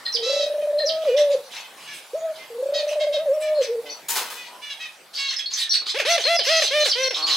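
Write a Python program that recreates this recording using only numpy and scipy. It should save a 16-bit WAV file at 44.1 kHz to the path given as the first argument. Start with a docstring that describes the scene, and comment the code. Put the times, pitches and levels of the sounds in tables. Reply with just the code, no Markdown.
"""A room with a dove close by and small finches across from it, under a faint hiss of changing level.
The dove gives two long coos with rolling trills and a short coo between (chopped near-pure tones),
growls low (pulses ringing a throat) and laughs nasally (bright harmonic stacks that drop in gulps).
The finches answer with buzzy beeps (harmonics and breath), rasps (banded noise), whistles and falling
chirps (wavering sines), all smeared by the room. Ticks and a wing-like rush are ringing sines and noise."""
import sys
import numpy as np
from scipy import signal
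from scipy.io import wavfile
from scipy.ndimage import uniform_filter1d

SR = 44100
rng = np.random.default_rng(int(sys.argv[2]) if len(sys.argv) > 2 else 0)


def attenuation_scalar(level_db):
    """Turn a level in dB into a linear amplitude multiplier (20 dB per decade)."""
    decades = np.asarray(level_db, float) / 20
    return 10 ** decades


def inscribe(sig):
    """Save sig as 16-bit PCM at rate SR to the path in sys.argv[1].

    A 1-D sig is mono; a 2-D sig holds one channel per row.
    Samples are clipped to [-1, 1] before scaling.
    """
    pcm = np.round(np.clip(np.atleast_2d(sig).T, -1, 1) * 32767)
    wavfile.write(sys.argv[1], SR, pcm.astype(np.int16))


N = 324576


def read(points, hz):
    """A spectrum at the given frequencies, straight on a log axis."""
    f, value = np.transpose(points)
    return np.interp(np.log(hz + 1), np.log(f + 1), value)


def evened(x):
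    """Scales to rms 1."""
    return x / np.sqrt(np.mean(x ** 2) + 1e-20)


def columns(rows):
    """Sample times and sampled columns of a curve table."""
    s, *values = np.transpose(rows)
    t = np.arange(round(s[0] * SR), round(s[-1] * SR)) / SR
    return t, *(np.interp(t, s, v) for v in values)


def add(mix, t, sound, fade_s):
    """Mixes a sound in with soft ends."""
    edge = np.clip(np.minimum(t - t[0], t[-1] - t) / fade_s, 0, 1)
    part = mix[round(t[0] * SR):][:len(t)]
    part += (sound * edge)[:len(part)]


def wobble(size, smooth):
    """Smooth random drift of rms 1; smooth is the averaging length in samples."""
    once = uniform_filter1d(rng.standard_normal(size), int(smooth))
    return evened(uniform_filter1d(once, int(smooth)))


def stack(hz, gain_db, count):
    """Harmonics of a pitch curve, each weighted by gain_db(frequency)."""
    k = np.arange(1, count + 1)[:, None]
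    gain = attenuation_scalar(gain_db(k * hz)) * (k * hz < SR / 2.5)
    angle = 2 * np.pi * k * np.cumsum(hz) / SR + k ** 2
    return (gain * np.cos(angle)).sum(0)


def coloured(size, gain_db):
    """Noise from random short-time spectra; gain_db(s, Hz) sets the magnitudes."""
    frames, hz = size // 64 + 5, np.fft.rfftfreq(256, 1 / SR)[:, None]
    a, b = rng.standard_normal((frames, 129, 2)).T
    z = (a + 1j * b) * attenuation_scalar(gain_db(np.arange(frames) * 64 / SR, hz))
    return evened(signal.istft(z, nperseg=256, noverlap=192)[1][:size])


def call(start, length, db, shape):
    """Sample times, progress 0-1 and level of a call that rises to its peak and falls away."""
    t = np.arange(round(start * SR), round((start + length) * SR)) / SR
    u, (peak, start_db, end_db) = (t - start) / length, shape
    return t, u, db + np.interp(u, [0, np.clip(peak, .02, .9), 1], [start_db, 0, end_db])


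def beak(f, centre_hz):
    """Colour of a beak in dB: one movable resonance, and a slope down above it."""
    # fixed colour of the finch voice: (frequency [Hz], gain [dB])
    finch_colour = [(400, -78), (1000, -14), (2000, -5), (3500, -2.5), (6000, 4.5), (7000, 1), (9000, -8.5),
                    (16000, -22)]
    width_hz, peak_db = 1100, 8.
    above_khz = np.clip(f - centre_hz, 0, 4000) / 1000
    resonance_db = peak_db * np.exp(-((f - centre_hz) / width_hz) ** 2)
    return read(finch_colour, f) + resonance_db - 2.92 * above_khz


def hiss():
    """Room noise with slight patches and a level that changes over time, partly alike at the two ears."""
    # noise colour: (frequency [Hz], relative density [dB per Hz])
    hiss_colour = [(15, -54), (25, -90), (141, -8), (342, -4.5), (604, 3.5), (834, 4.5), (1280, -0.5),
                   (2460, -0.5), (2730, -2), (4100, -2.5), (6490, -8.5), (10500, -9), (15800, -15.5)]
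    # hiss level over time, relative to the base: (time [s], level [dB])
    hiss_course = [(0, 6), (4.3, 5), (4.6, 5), (5.1, 1), (5.9, -6), (7.36, 2.5)]
    # left-right likeness: (frequency [Hz], correlation [0-1])
    likeness = [(30, .995), (200, 1), (1000, 0.83), (4000, 0.6), (12000, 0.68)]
    base_db = -51  # before the course
    frames, hz = N // 256 + 5, np.fft.rfftfreq(1024, 1 / SR)
    a, b, c, d, patches = rng.standard_normal((frames, 513, 5)).T
    patches = evened(uniform_filter1d(uniform_filter1d(patches, 12, 0), 14, 1))
    same = np.clip(read(likeness, hz), -1, 1)[:, None]
    left = a + 1j * b
    right = same * left + np.sqrt(1 - same ** 2) * (c + 1j * d)
    z = np.array([left, right]) * attenuation_scalar(read(hiss_colour, hz)[:, None] + 3 * patches)
    noise = evened(signal.istft(z, nperseg=1024, noverlap=768)[1][:, :N])
    course_db = np.interp(np.arange(N) / SR, *np.transpose(hiss_course))
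    return attenuation_scalar(base_db + course_db) * noise


def piped(curves, waver, flutter_db):
    """Wavering sines with faint overtones, along curves of time, pitch and level."""
    out = np.zeros(N)
    for t, hz, db in curves:
        angle = 2 * np.pi * np.cumsum(hz * (1 + waver * wobble(len(t), 60))) / SR
        burr = 1 + 0.33 * wobble(len(t), 22)  # fast unevenness spreads a rough skirt round the line
        tone = burr * np.sin(angle) + attenuation_scalar(-30.0) * np.sin(2 * angle) + attenuation_scalar(-43.0) * np.sin(3 * angle)
        level_db = db + flutter_db * wobble(len(t), 150)
        add(out, t, np.sqrt(2) * attenuation_scalar(level_db) * tone, .004)
    return out


def whistles():
    """Finch whistles: straight pitch glides under a common envelope."""
    # (start [s], length [s], level before the mix [dB], start pitch [Hz], end pitch [Hz])
    whistle_calls = [(0.052, 0.044, -30, 4200, 4080), (0.06, 0.026, -37.5, 1898, 1846),
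                     (.783, 0.042, -30.5, 4220, 4080), (0.795, 0.031, -39, 1870, 1750),
                     (1.438, .05, -56.5, 5820, 5840), (2.173, 0.086, -57, 6780, 6650),
                     (2.382, 0.076, -52, 2070, 2080), (3.33, 0.026, -53, 5450, 5630),
                     (3.547, 0.066, -42.5, 4300, 4150), (3.886, 0.067, -42.5, 4460, 4490),
                     (3.899, 0.044, -42.5, 5910, 5850), (4.083, 0.033, -32.5, 7150, 7000),
                     (4.09, 0.17, -39, 936, 938), (4.467, .13, -49.5, 944, 1025),
                     (5.281, 0.036, -28.5, 4280, 4240), (5.361, 0.029, -30, 5400, 5140),
                     (5.391, 0.034, -30, 3397, 3240), (5.456, 0.027, -31.5, 4260, 4450),
                     (5.533, 0.026, -30, 6430, 5620), (5.563, 0.15, -46.5, 1936, 1715),
                     (5.608, .035, -32, 3940, 4000), (5.692, 0.044, -27, 5640, 5640),
                     (5.705, .07, -23, 4324, 4406), (5.726, 0.039, -27.5, 5306, 3440),
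                     (6.099, 0.033, -26, 6250, 5770), (6.086, 0.052, -30.5, 4330, 4384),
                     (6.238, 0.041, -23.5, 4276, 4100), (6.562, 0.026, -29, 6180, 6200),
                     (6.625, 0.036, -29, 6080, 6190), (6.668, .04, -32.5, 3310, 3170),
                     (6.8, 0.051, -27, 4170, 4030), (6.798, 0.034, -31, 6570, 5830),
                     (6.98, 0.19, -35.5, 5980, 5305), (7.033, 0.032, -26.5, 4236, 4340),
                     (7.22, 0.034, -27, 4390, 4230)]
    # envelope: (peak place [0-1], start level [dB], end level [dB])
    whistle_shape = (.2, -5, -6)
    curves = []
    for start, length, db, start_hz, end_hz in whistle_calls:
        t, u, db = call(start, length, db, whistle_shape)
        curves.append((t, start_hz + (end_hz - start_hz) * u, db))
    return piped(curves, waver=0.0095, flutter_db=2.5)


def chirps():
    """Falling finch chirps: one downward sweep with a steep knee, stretched in time."""
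    # (time of the knee [s], level before the mix [dB], stretch of the sweep [factor])
    chirp_calls = [(.158, -23.5, 0.98), (.89, -23.5, 0.98), (6.396, -21.5, 1.4), (6.921, -20.5, 0.96)]
    # shared sweep: (time from the knee before stretching [s], pitch [Hz], level [dB])
    sweep = [(-.038, 6020, -17), (-.018, 5280, -7), (0, 4690, -1), (.008, 3230, -8), (0.022, 3100, -7)]
    curves = [columns([(s + at * slow, hz, db + d) for at, hz, d in sweep]) for s, db, slow in chirp_calls]
    return piped(curves, waver=0.0292, flutter_db=2.0)


def coo():
    """A nearly pure tone from the swollen crop, chopped by the closing syrinx."""
    # one curve a syllable (roll, hoo, short coo, roll, hoo, drop): (time [s], pitch [Hz], level [dB]),
    # before the trill bends and chops it; the level includes swells from crop resonance or room
    syllables = [
        [(.145, 480, -39), (.245, 463, -29.5), (.295, 554.5, -22), (.4, 588.8, -22.5), (.6, 603.2, -25),
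         (.74, 599, -23.5), (.8, 606, -23), (.825, 629.7, -28), (.849, 576, -19), (.89, 650, -30),
         (.915, 648, -25), (1.021, 645, -24.5), (1.04, 630, -23)],
        [(1.042, 632, -47), (1.058, 639, -22), (1.094, 510.6, -15), (1.112, 454.4, -24), (1.15, 543.4, -16),
         (1.168, 602, -19.5), (1.218, 595.3, -16), (1.266, 581, -20.5), (1.31, 571.6, -17.5), (1.326, 595, -24),
         (1.352, 521, -14.5), (1.364, 555, -32), (1.41, 476, -40.5)],
        [(2.132, 443, -30.5), (2.154, 610, -23), (2.165, 657, -29), (2.186, 658, -30), (2.204, 643, -37),
         (2.252, 663, -24), (2.32, 626, -29.5), (2.335, 590, -51)],
        [(2.5, 480, -38.5), (2.54, 461.5, -38.5), (2.58, 491, -29.5), (2.63, 544.3, -22.5), (2.747, 594.5, -22),
         (2.9, 608.3, -26), (3.02, 615, -21), (3.12, 596.2, -23.5), (3.155, 619, -23.5), (3.176, 585.5, -20),
         (3.216, 654, -27), (3.23, 653, -29), (3.256, 649, -32)],
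        [(3.256, 634, -23), (3.296, 528.5, -17.5), (3.32, 558.5, -15), (3.345, 634, -25.5), (3.379, 613, -22),
         (3.403, 628, -27.5), (3.533, 622, -18.5), (3.556, 601, -25.5), (3.575, 617, -19.5),
         (3.615, 521, -14.5), (3.627, 468, -30), (3.651, 550, -28)],
        [(3.66, 492, -49), (3.697, 453.6, -23.5), (3.725, 493, -24), (3.757, 484, -22.5), (3.766, 443, -36.5),
         (3.789, 464, -25), (3.828, 523, -52)],
    ]
    # moments when the syrinx reopens: time [s]
    reopenings = [.188, .226, 0.264, 0.297, .333, 0.365, 0.397, .432, 0.465, .5, .541, 0.582, 0.626, .673,
                  0.73, 0.809, 2.548, 2.587, 2.627, 2.659, 2.689, 2.725, 2.756, 2.793, 2.83, 2.869, 2.913,
                  2.957, 3.011, 3.069, 3.143]
    # overtones of the closed beak: (multiple of the pitch, level [dB])
    closed_beak = [(1, 4.5), (2, -35.5), (3, -34)]
    closure_db = 22.  # depth in loud pulses
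    reopen_lift, sag_s = .1, .022  # pitch sags from half this share sharp towards half this share flat
    closing_drop = .02  # share of pitch lost as the syrinx closes
    trachea_hz, trachea_db = 1284, 16  # a windpipe resonance lifts the octave of high notes
    out = np.zeros(N)
    for rows in syllables:
        t, hz, db = columns(rows)
        gate, sharp = np.ones(len(t)), np.zeros(len(t))
        depth_db = closure_db * np.clip((db + 39.5) / 22.0, .3, 1)  # soft pulses close less
        for at in reopenings:
            # slow closing, quick reopening
            shut = np.interp(t - at, [-0.0187, -0.0094, -0.0034, 0.0005], [0.013, 1.0, 1, 0.018])
            gate *= 1 - shut * (1 - attenuation_scalar(-depth_db))
            sag = np.exp(-np.clip(t - at, 0, None) / sag_s) - .5
            sharp += reopen_lift * sag * (t > at) * (t < at + .045) - closing_drop * shut
        gate = uniform_filter1d(gate, 90)
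        turns = np.cumsum(hz * (1 + sharp + 0.0073 * wobble(len(t), 226))) / SR
        tone = np.zeros(len(t))
        for k, order_db in closed_beak:
            windpipe_db = trachea_db * np.exp(-((k * hz - trachea_hz) / 47.0) ** 2)
            tone += attenuation_scalar(order_db + windpipe_db) * np.sin(2 * np.pi * k * turns)
        add(out, t, np.sqrt(2) * attenuation_scalar(db) * gate * tone, .004)
    return out


def beeps():
    """Buzzy finch harmonic stacks with a little breath, coloured by the beak."""
    # (start [s], length [s], effort before the mix [dB], top pitch [Hz], end pitch [Hz])
    beep_calls = [(0.221, 0.24, -28, 664.5, 629), (0.608, 0.035, -43.5, 623, 583),
                  (1.067, 0.09, -39.5, 487.5, 476), (1.63, 0.051, -46.5, 513, 505),
                  (1.866, 0.1, -40, 572, 518), (2.734, 0.084, -29, 636, 565),
                  (2.994, 0.058, -32.5, 539.7, 509), (3.121, 0.059, -32, 536, 499),
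                  (3.412, 0.091, -37.5, 591, 542), (3.852, 0.053, -40, 508.5, 515),
                  (4.27, 0.051, -41.5, 506, 512), (4.358, 0.108, -40.5, 498, 475),
                  (4.612, 0.1, -38.5, 582, 562), (4.691, .055, -33.5, 564.5, 508),
                  (4.793, 0.084, -35, 643, 581), (5.17, 0.15, -30, 555, 522),
                  (6.479, 0.15, -25.5, 706, 700)]
    # envelope: (peak place [0-1], start level [dB], end level [dB])
    beep_shape = (0.31, -2.5, -4)
    scoop, breath = 0.93, .12  # pitch factor at the start; breath share of the power
    soft_hz, hz_per_db, soft_db = 2720, 140, -36.5  # more effort opens the beak wider
    out = np.zeros(N)
    for start, length, db, top_hz, end_hz in beep_calls:
        centre_hz = soft_hz + hz_per_db * max(db - soft_db, 0)
        t, u, db = call(start, length, db, beep_shape)
        hz = np.interp(u, [0, .12, .6, 1], [scoop * top_hz, top_hz, top_hz, end_hz])
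        hz = hz * (1 + 0.0062 * wobble(len(t), 126))
        thin_db = .002  # per Hz above the beak resonance: pure voicing has less treble
        ripple_db = 2.5 * rng.standard_normal((30, 1))  # each call favours its own harmonics

        def voice_db(f):
            return beak(f, centre_hz) + ripple_db - thin_db * np.clip(f - centre_hz, 0, None)

        tone = evened(stack(hz, voice_db, count=30))
        puff = coloured(len(t), lambda s, f: beak(f, centre_hz) + 0 * s)
        add(out, t, attenuation_scalar(db) * (np.sqrt(1 - breath) * tone + np.sqrt(breath) * puff), .014)
    return out


def rasps():
    """Chaotic finch voicing: noise in uneven bands that come and go."""
    # (start [s], length [s], level before the mix [dB], beak resonance [Hz], treble level [dB])
    rasp_calls = [(1.007, 0.11, -42.5, 3230, -24), (1.162, 0.069, -28.5, 3270, -22),
                  (1.298, 0.056, -37.5, 3440, -35), (1.503, 0.12, -38, 2980, -17),
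                  (1.766, 0.22, -46, 2680, -11), (1.928, 0.076, -45, 3040, -2),
                  (2.339, 0.13, -47.5, 3320, -24), (2.87, 0.076, -37, 2950, -14),
                  (3.399, 0.049, -46.5, 2500, 4), (3.606, 0.06, -32.5, 3200, -18),
                  (4.454, 0.044, -43.5, 3830, -18), (4.53, 0.039, -53, 3000, -20),
                  (5.13, 0.12, -33.5, 4350, -16.5), (5.294, .06, -30, 3600, -44),
                  (5.38, 0.039, -33, 3300, -42), (5.499, 0.11, -31, 4500, -33),
                  (5.564, 0.086, -26, 3930, -13), (5.726, 0.053, -27, 3820, -14),
                  (5.855, 0.077, -27.5, 3970, -24), (5.977, 0.052, -26.5, 2820, -20),
                  (6.049, 0.12, -25, 3720, -16.5), (6.182, 0.073, -29.5, 3460, -21),
                  (6.427, 0.083, -26.5, 4200, -17), (6.599, 0.093, -24, 4000, -17),
                  (6.835, 0.074, -24, 4070, -15), (7.136, 0.084, -27, 3650, -47),
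                  (7.259, 0.12, -21.5, 3900, -23.5)]
    # envelope: (peak place [0-1], start level [dB], end level [dB])
    rasp_shape = (0.31, -5.5, -4)
    out = np.zeros(N)
    for start, length, db, centre_hz, treble_db in rasp_calls:
        t, u, db = call(start, length, db, rasp_shape)
        patches = uniform_filter1d(rng.standard_normal((len(t) // 64 + 5, 129)).T, 14, 1)
        bands_db = 5. * evened(uniform_filter1d(patches, 3, 0))

        def fizz_db(s, f):
            slope_db = -17.5 * np.log2(f / 8000 + 0.00053) * (f > 7500)
            return -40. * (f < 7500) + slope_db + bands_db

        body = coloured(len(t), lambda s, f: beak(f, centre_hz) + bands_db)
        fizz = coloured(len(t), fizz_db)
        add(out, t, attenuation_scalar(db) * (body + attenuation_scalar(treble_db) * fizz), .012)
    return out


def ticks():
    """Claws on the perch: three sines that die together in a few ms."""
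    # (time [s], level before the mix [dB])
    claw_ticks = [(1.052, -27), (5.82, -29), (5.867, -27)]
    out = np.zeros(N)
    u = np.arange(400) / SR
    ring = np.sin(2 * np.pi * 1200 * u) + 0.84 * np.sin(2 * np.pi * 2300 * u)
    ring += 0.24 * np.sin(2 * np.pi * 520 * u)
    for at, db in claw_ticks:
        add(out, at + u, attenuation_scalar(db) * np.exp(-u / 0.0014) * ring, .0002)
    return out


def growl():
    """Slow uneven pulses ring the dove's throat."""
    # (start [s], length [s], basic pulse rate [Hz], level [dB], throat size [factor on its resonances])
    growl_calls = [(3.83, 0.11, 141.3, -44, 0.51), (7.155, .22, 149.9, -35.5, 0.95)]
    # throat resonances: (frequency before the size factor [Hz], width [Hz], relative level [dB])
    throat = [(400, 190, -38), (876, 160, 28), (1177, 117, 38.5), (2160, 950, 22), (3120, 590, 10)]
    no_bass = signal.butter(4, 260., "high", fs=SR, output="sos")  # the small body cannot radiate the pulse rate
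    out = np.zeros(N)
    for start, length, rate, db, size in growl_calls:
        t, u, db = call(start, length, db, (.15, -2.5, -.3))
        rate = rate * (1 + .07 * np.sin(np.pi * u ** .6) - 0.03 * u)  # the rate arches
        turns = np.cumsum(rate * (1 + 0.035 * wobble(len(t), 200))) / SR
        pulses = np.diff(np.floor(turns), prepend=0)
        pulses *= attenuation_scalar(0.84 * rng.standard_normal(len(t)))
        s = t - t[0]
        ring = sum(attenuation_scalar(d) * np.exp(-np.pi * w * s) * np.sin(2 * np.pi * f * size * s) for f, w, d in throat)
        voice = signal.sosfilt(no_bass, signal.fftconvolve(pulses, ring)[:len(t)])
        add(out, t, attenuation_scalar(db) * evened(voice), .01)
    return out


def rush():
    """Broad air noise in a few strokes, like wings close by."""
    # (start [s], length [s], level before the mix [dB], tilt [dB per octave])
    strokes = [(4.082, 0.15, -23.5, 7.5), (4.15, 0.15, -24, 4), (4.297, 0.15, -35, 4.5)]
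    # air colour before the tilt: (frequency [Hz], relative density [dB per Hz])
    air_colour = [(120, -62), (200, -53), (490, 8), (746, -4), (929, 9.5), (1580, 2), (1790, -1),
                  (2780, -1), (15800, -19.5)]
    # envelope: (peak place [0-1], start level [dB], end level [dB])
    stroke_shape = (0.16, -1.5, -21.5)
    out = np.zeros(N)
    for start, length, db, tilt_db in strokes:
        t, u, db = call(start, length, db, stroke_shape)
        air = coloured(len(t), lambda s, f: read(air_colour, f) + tilt_db * np.log2((f + 1) / 3000) + 0 * s)
        grain_db = 2.3 * wobble(len(t), 60)  # feathers rustle unevenly
        add(out, t, attenuation_scalar(db + grain_db) * air, .006)
    return out


def note(start, length, low_hz, top_hz, db):
    """A laugh note: pitch and level climb together, then the pitch droops a little."""
    climb_s, climb_db, droop_per_s = .062, -10, 0.14  # every note climbs for the same time
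    start_lift_db = 5  # while the fundamental is still weak the overtones stand out
    t = np.arange(round(start * SR), round((start + length) * SR)) / SR
    left = np.clip(1 - (t - start) / climb_s, 0, 1) ** 1.8
    droop_hz = top_hz * droop_per_s * np.clip(t - start - climb_s, 0, None)
    hz = top_hz - (top_hz - low_hz) * left - droop_hz
    return t, hz, db + climb_db * left, start_lift_db * left


def laugh():
    """Open-beak dove notes: a clean nasal stack that arches up, breaks, and drops in a short gulp."""
    # (start [s], length [s], first pitch [Hz], top pitch [Hz], level [dB])
    laugh_notes = [(5.942, 0.041, 374, 632, -25), (6.048, 0.12, 400, 685, -22.5),
                   (6.25, 0.12, 452.5, 682, -21.5), (6.465, 0.14, 465.6, 652.5, -21),
                   (6.706, 0.133, 505.3, 602, -22), (6.952, .135, 458, 527, -26)]
    # gulps after the notes: (start [s], pitch [Hz], level [dB])
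    gulp_calls = [(5.996, 606, -22), (6.176, 586, -23), (6.389, 584, -24.5), (6.618, 616, -21),
                  (6.855, 573, -22), (7.105, 537, -28)]
    # course of a gulp: (time after its start [s], pitch [factor], level [dB], overtone lift [dB])
    gulp_course = [(0, 1.06, -8, 2.5), (.005, 1.01, 1, 2.5), (.017, .83, -11, 1.5),
                   (0.038, 0.58, -23, 12.5)]
    # nasal colour, taken relative to the fundamental: (frequency [Hz], gain [dB])
    nose_colour = [(400, 3), (700, 1), (1100, -16), (1500, -9.5), (2050, -5.), (2700, -6.5), (3500, -6.5),
                   (4200, -12.5), (4800, -14.5), (6000, -19), (7000, -29.5), (10000, -30), (15000, -42.5)]
    breath_db = -12.
    out = np.zeros(N)
    notes = [note(*row) for row in laugh_notes]
    for s, hz, db in gulp_calls:
        notes.append(columns([(s + at, k * hz, db + d, lift) for at, k, d, lift in gulp_course]))
    for t, hz, db, bright_db in notes:

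        def nose_db(f):
            lift_db = bright_db * np.clip(f / hz - 1, 0, 1)
            return read(nose_colour, f) - read(nose_colour, hz) + lift_db

        tone = np.sqrt(2) * stack(hz * (1 + 0.0094 * wobble(len(t), 109)), nose_db, count=28)
        breath = coloured(len(t), lambda s, f: beak(f, 2500.0) + 0 * s)  # air hisses through the open beak
        add(out, t, attenuation_scalar(db) * (tone + attenuation_scalar(breath_db + bright_db) * breath), .004)
    return out


def room(x, apart):
    """Sparse random taps dying by band; apart = how much the two ears differ."""
    # reverberation time: (frequency [Hz], time to fall by 60 dB [s])
    decay_times = [(300, 0.34), (1000, 0.39), (4000, 0.27), (12000, 0.15)]
    taps = np.zeros((2, SR // 2))
    slots = np.arange(200, SR // 2 - 20, 20)
    at = slots + rng.integers(0, 20, (2, len(slots)))
    np.put_along_axis(taps, at, rng.choice([-1., 1.], at.shape), 1)
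    hz, t, z = signal.stft(taps, SR, nperseg=256)
    decay = attenuation_scalar(-60 * t / read(decay_times, hz)[:, None])
    both, other = signal.istft(z * decay, SR, nperseg=256)[1]
    no_bass = signal.butter(1, 1500., "high", fs=SR, output="sos")  # bass is alike at both ears
    spread = apart * signal.sosfilt(no_bass, other)
    tail = np.array([both + spread, both - spread])
    return signal.fftconvolve(x[None], tail / np.linalg.norm(tail[0]), axes=1)[:, :N]


def treble_width(x):
    """A random treble smear of a few ms, opposite at the two ears, for stereo width."""
    taps = rng.standard_normal(300) * np.exp(-np.arange(300) / 130.0)
    smeared = signal.oaconvolve(x, taps / np.linalg.norm(taps))[..., :N]
    treble = signal.butter(2, 3000., "high", fs=SR, output="sos")
    return attenuation_scalar(-8.0) * np.outer([1, -1], signal.sosfilt(treble, smeared))


def scene():
    """The dove is near, central and fairly dry; the finches are far and wet; small birds radiate no bass."""
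    # where the finches call from: (time [s], left over right [dB])
    side_course = [(0, -3.5), (1.2, -3), (1.6, 0), (2.602, -3), (3.2, -1.5), (4., 1), (4.5, 1.5), (4.6, -2),
                   (7.36, -2.5)]
    dove = coo() + laugh() + growl()
    voices = beeps() + rasps()
    piping = whistles() + chirps()
    wings = rush() + ticks()
    wet = attenuation_scalar(-2.0) * voices + attenuation_scalar(0.5) * piping + attenuation_scalar(-4.0) * wings
    far = attenuation_scalar(1.0) * voices + attenuation_scalar(2.5) * piping + wings + room(wet, apart=0.41)
    side_db = np.interp(np.arange(N) / SR, *np.transpose(side_course))
    placed = far * attenuation_scalar(np.outer([.5, -.5], side_db))
    birds = dove + attenuation_scalar(-14.5) * room(dove, apart=0.24) + treble_width(far.mean(0) + dove) + placed
    no_bass = signal.butter(3, 230., "high", fs=SR, output="sos")
    return signal.sosfilt(no_bass, birds) + hiss()


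def low_pass(x):
    """Removes everything above the highest recorded frequency."""
    return signal.sosfilt(signal.butter(12, 16510, fs=SR, output="sos"), x)


def record(dry):
    """The microphone drops the bass and the very top."""
    low_cut = signal.butter(1, 40., "high", fs=SR, output="sos")
    top_cut = signal.firwin(301, 15900, window=("kaiser", 9), fs=SR)
    heard = signal.oaconvolve(signal.sosfilt(low_cut, dry), top_cut[None], "same")
    return low_pass(heard)


dry = scene()
out = record(dry)
inscribe(out)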